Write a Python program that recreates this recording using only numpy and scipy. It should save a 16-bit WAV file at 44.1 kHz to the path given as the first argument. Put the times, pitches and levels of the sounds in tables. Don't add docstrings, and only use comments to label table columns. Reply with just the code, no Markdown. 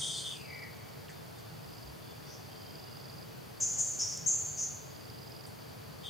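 import sys
import numpy as np
from scipy import signal
from scipy.fft import rfft, irfft
from scipy.io import wavfile

SR = 44100
rng = np.random.default_rng(int(sys.argv[2]) if len(sys.argv) > 2 else 0)


def int16_out(signal):
    q = np.round(np.clip(np.atleast_2d(signal).T, -1, 1) * 32767)
    wavfile.write(sys.argv[1], SR, q.astype(np.int16))


N = 268569
TIME = np.arange(N) / SR
BINS_HZ = np.maximum(np.arange(N // 2 + 1) * SR / N, 1)

# start_s, length_s, pitch_hz, whistle_db, rasp_db
HOARSE_SYLLABLES = [(-.035, .245, 3452, -34.5, -37), (0.228, 0.097, 3356, -38.5, -49.5),
                    (6.03, .12, 3420, -42, -56)]
# frequency_hz, level_db
HOARSE_RASP = [(2800, -30), (4100, -7), (4800, -2), (5700, -4), (6220, 3), (6600, 0), (7450, -4), (7900, 0),
               (8600, 2.5), (9600, 0), (9900, -25), (12000, -40)]
# start_s, length_s, pitch_hz, pitch_shake_hz, level_db, rasp_db, hiss_db, echo_db, echo_t60_s
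SQUEAKS = [(3.601, 0.045, 6640, 561, -28.5, -14, -14.5, -3.5, 1.3),
           (3.778, 0.045, 6700, 640, -26.5, -18, -10.5, -8, 1),
           (3.988, 0.042, 6120, 830, -32.5, -7.5, -14, -3.5, 0.87),
           (4.259, 0.046, 6757, 660, -24.5, -23.5, -16.5, -5.5, 0.95),
           (4.571, 0.077, 6510, 508, -34, -12.5, -18, -5.5, 0.57)]
# frequency_hz, level_db
SQUEAK_RASP = [(3500, -22), (4650, -25.5), (4870, 2), (5170, -7), (5500, 3), (5850, -1), (6500, -5),
               (7500, -35)]
# frequency_hz, level_db
SQUEAK_HISS = [(6000, -27), (7000, 7), (7620, 6), (7900, -3), (8150, -1), (8600, -4.5), (9570, -3.5),
               (9850, -24), (15000, -24)]
# start_s, length_s, pitch_hz, glide_hz_per_s, pitch_shake_hz, level_db,
# right_minus_left_db
GLIDING_NOTES = [(0.088, .12, 4840, -4700, 443, -46, 0), (.26, 0.2, 2950, -2500, 300, -56.5, -5),
                 (0.456, .215, 2190, -650, 237, -50, -5), (2.237, 0.11, 5110, 7000, 798, -54, .3)]
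# start_s, length_s, pitch_hz, level_db
FAR_WHISTLES = [(1.081, .16, 3550, -64), (1.31, 0.21, 3530, -61), (1.95, 0.39, 3490, -64.5),
                (2.25, 0.26, 3510, -67), (2.38, 0.45, 3180, -64), (2.65, 0.54, 3450, -70),
                (2.7, 0.42, 2860, -70)]
# first_chirp_s, pairs_per_s, pair_count, level_db
INSECT_BOUTS = [(.1335, 22.36, 12, -46.5), (1.632, 21.7, 6, -49), (2.518, 22.3, 6, -48),
                (2.786, 23.3, 11, -46.7), (4.905, 21.85, 6, -48.5), (5.176, 22.65, 7, -46)]
# start_s, level_db, centre_hz, t60_s
LEAF_SNAPS = [(1.084, -48, 3020, .03), (1.09, -54, 1900, 0.19), (1.095, -58.5, 6900, 0.25),
              (1.3844, -58.5, 7000, .1), (3.7964, -51, 8000, 0.014), (4.1745, -34, 6540, .012),
              (5.465, -56, 8800, 0.22)]
# start_s, length_s, pitch_hz, level_db
LOW_BUMPS = [(1.51, .07, 160, -49.5), (1.81, .15, 68, -53), (4.17, 0.076, 160, -48.5)]
# time_s, level_db
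DRONE_LEVEL = [(0.6, -62.5), (1.06, -65.5), (2.98, -59.5), (3.32, -64.5), (4.01, -61.5), (4.62, -62.5),
               (6.09, -62)]
# frequency_hz, level_db
AIR_SPECTRUM = [(240, -53), (400, -6), (446, 0.5), (512, -6), (607, -3.5), (1790, -12), (2290, -13.5),
                (3470, -14), (3810, -16.5), (4730, -11.5), (5350, -16.5), (6950, -19.5), (7750, -22.5),
                (15000, -18.5), (16000, -29)]
# frequency_hz, level_db
RUMBLE_SPECTRUM = [(20, -52), (40, -23), (62, -13), (90, -2.5), (125, 1.5), (160, -2), (200, -9.5),
                   (260, -12.5), (370, -13), (480, -27.5), (800, -43)]
# frequency_hz, side_minus_mid_db
BACKGROUND_WIDTH = [(60, 4), (110, -14.5), (200, 6), (380, 5.5), (700, 2.5), (1290, 0), (2380, -2),
                    (4400, -7.5), (8120, -6.5), (15000, -3)]


def from_db(db):
    return 10 ** (np.asarray(db) / 20)


def rms_one(x):
    return x / np.sqrt(np.mean(x ** 2) + 1e-20)


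def colour(x, points):
    hz, db = np.transpose(points)
    curve_db = np.interp(np.log(BINS_HZ), np.log(hz), db)
    return irfft(rfft(x) * from_db(curve_db), N)


def noise(points):
    return rms_one(colour(rng.standard_normal(N), points))


def band(centre_hz, width_hz):
    bell = np.exp(-.5 * ((BINS_HZ - centre_hz) / width_hz) ** 2)
    return rms_one(irfft(rfft(rng.standard_normal(N)) * bell, N))


def pan(x, right_db):
    return x * from_db(np.array([[-.5], [.5]]) * right_db)


def whistle(pitch_hz, shake_hz, shake_rate_hz):
    uneven_rate_hz = shake_rate_hz * (1 + .4 * band(0, 60))
    swing = np.sin(2 * np.pi * np.cumsum(uneven_rate_hz) / SR)
    zigzag = np.arcsin(swing) * 2 / np.pi
    phase = 2 * np.pi * np.cumsum(pitch_hz + shake_hz * zigzag) / SR
    return np.sqrt(2) * np.sin(phase)


def glide(start_s, length_s, pitch_hz, hz_per_s):
    return pitch_hz + hz_per_s * np.clip(TIME - start_s, 0, length_s)


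def envelope(start_s, length_s, attack_s, sag_db_per_s, release_db_per_s):
    age_s = np.maximum(TIME - start_s, 0)
    attack = np.minimum(age_s / attack_s, 1)
    loss_db = sag_db_per_s * age_s + release_db_per_s * np.maximum(age_s - length_s, 0)
    return attack * from_db(-loss_db)


def swells(rows, width_hz):
    out = np.zeros(N)
    for start_s, length_s, pitch_hz, level_db in rows:
        arch = np.sin(np.pi * np.clip((TIME - start_s) / length_s, 0, 1))
        out += from_db(level_db) * arch * band(pitch_hz, width_hz)
    return out


def trees(x, t60_s, spread):
    fade = from_db(-60 * TIME[:SR] / t60_s)
    mid, side = rng.standard_normal((2, SR)) * fade / np.sqrt(np.sum(fade ** 2))
    ears = np.array([mid + spread * side, mid - spread * side])
    return signal.fftconvolve(x[None], ears, axes=1)[:, :N]


def distant(x, t60_s, spread):
    return rms_one(trees(x, t60_s, spread))


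def hoarse_calls(attack_s=0.034, sag_hz_per_s=250, rasp_spread=0.37, flutter_db=0.5):
    out = np.zeros((2, N))
    for start_s, length_s, pitch_hz, whistle_db, rasp_db in HOARSE_SYLLABLES:
        sinking_hz = glide(start_s, length_s, pitch_hz, -sag_hz_per_s)
        tone = distant(whistle(sinking_hz, shake_hz=336, shake_rate_hz=55), t60_s=0.27, spread=0.31)
        tone = tone * envelope(start_s, length_s, attack_s, sag_db_per_s=34, release_db_per_s=240)

        side = rasp_spread * noise(HOARSE_RASP) * [[1], [-1]]
        rasp = rms_one(noise(HOARSE_RASP) + side) * from_db(flutter_db * band(0, 70))
        rasp = rasp * envelope(start_s, length_s, attack_s, sag_db_per_s=27, release_db_per_s=92)
        out += pan(from_db(whistle_db) * tone, right_db=-3.0) + from_db(rasp_db) * rasp
    return out


def squeaks(shake_rate_hz=95, edge_s=0.0069, scatter=0.66, right_db=-5.0):
    out = np.zeros((2, N))
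    for start_s, length_s, pitch_hz, shake_hz, level_db, rasp_db, hiss_db, echo_db, echo_t60_s in SQUEAKS:
        gate = np.clip(np.minimum(TIME - start_s, start_s + length_s - TIME) / edge_s, 0, 1)
        tone = whistle(pitch_hz, shake_hz, shake_rate_hz)
        rasp = from_db(rasp_db) * noise(SQUEAK_RASP)
        hiss = from_db(hiss_db) * noise(SQUEAK_HISS)
        call = gate * (tone + rasp + hiss)
        near = rms_one(.5 * call + scatter * trees(call, t60_s=0.039, spread=.15)) * call.std()
        far = distant(call, echo_t60_s, spread=0.27) * call.std()
        out += from_db(level_db) * (from_db(-4.5) * pan(near, right_db) + from_db(echo_db + 6) * far)
    return out


def gliding_notes(echo_db=-8.5, echo_t60_s=1.6):
    out = np.zeros((2, N))
    for start_s, length_s, pitch_hz, hz_per_s, shake_hz, level_db, right_db in GLIDING_NOTES:
        sliding_hz = glide(start_s, length_s, pitch_hz, hz_per_s)
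        tone = distant(whistle(sliding_hz, shake_hz, shake_rate_hz=70), t60_s=.2, spread=.42)
        shape = envelope(start_s, length_s, attack_s=0.078, sag_db_per_s=0, release_db_per_s=230)
        out += pan(from_db(level_db) * shape * tone, right_db)
    return out + from_db(echo_db) * trees(out.mean(axis=0), echo_t60_s, spread=0.44)


def far_whistles():
    waver = from_db(2.5 * band(0, 13))
    return trees(swells(FAR_WHISTLES, width_hz=58) * waver, t60_s=0.081, spread=0.39)


def ticking_insect(pair_gap_s=.0135, chirp_s=.0021, middle_hz=4850, fall_hz_per_s=48000, first_db=-4.5,
                   swell_db=2.5, swell_s=0.078):
    out = np.zeros(N)
    t = np.arange(-400, 400) / SR
    bell = np.exp(-.5 * (t / chirp_s) ** 2)
    for first_chirp_s, pairs_per_s, pair_count, level_db in INSECT_BOUTS:
        for k in range(int(round(pair_count))):
            soft_db = swell_db * np.exp(-k / pairs_per_s / swell_s)
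            for lag_s, stroke_db in ((0, first_db), (pair_gap_s, 0)):
                size, tune = rng.standard_normal(2)
                at = int((first_chirp_s + k / pairs_per_s + lag_s) * SR) - len(t) // 2
                phase = 2 * np.pi * ((middle_hz + 45 * tune) * t - fall_hz_per_s * t ** 2 / 2)
                gain = from_db(level_db + stroke_db - soft_db + 0.56 * size)
                out[at:at + len(t)] += gain * bell * np.sin(phase)
    return pan(out, right_db=6.5) * from_db(0.5) + from_db(-24) * trees(out, t60_s=.3, spread=.6)


def leaf_snaps():
    out = np.zeros(N)
    for start_s, level_db, centre_hz, t60_s in LEAF_SNAPS:
        decay_db = level_db - 60 * np.abs(TIME - start_s) / t60_s
        out += (TIME >= start_s) * from_db(decay_db) * band(centre_hz, centre_hz / 5)
    return out


def low_bumps():
    return swells(LOW_BUMPS, width_hz=12)


def insect_drone(gain_db=-3.5):
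    time_s, level_db = np.transpose(DRONE_LEVEL)
    level_db = np.interp(TIME, time_s, level_db)
    chorus = np.array([band(4650, 250) * from_db(3.7 * band(0, 55)) for ear in range(2)])
    return from_db(level_db + gain_db) * (chorus + 0.52 * chorus[::-1])


def background(air_db=-54, rumble_db=-52.5):
    mid, side = [from_db(air_db) * noise(AIR_SPECTRUM) + from_db(rumble_db) * noise(RUMBLE_SPECTRUM)
                 for part in range(2)]
    return pan(mid + colour(side, BACKGROUND_WIDTH) * [[1], [-1]], right_db=-0.7)


def scene():
    calls = hoarse_calls() + squeaks() + gliding_notes() + far_whistles()
    return calls + ticking_insect() + leaf_snaps() + low_bumps() + insect_drone() + background()


def record(dry, cutoff_hz=15850):
    lowpass = signal.ellip(10, .05, 60, cutoff_hz, fs=SR, output="sos")
    return signal.sosfiltfilt(lowpass, dry)


dry = scene()
out = record(dry)
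int16_out(out)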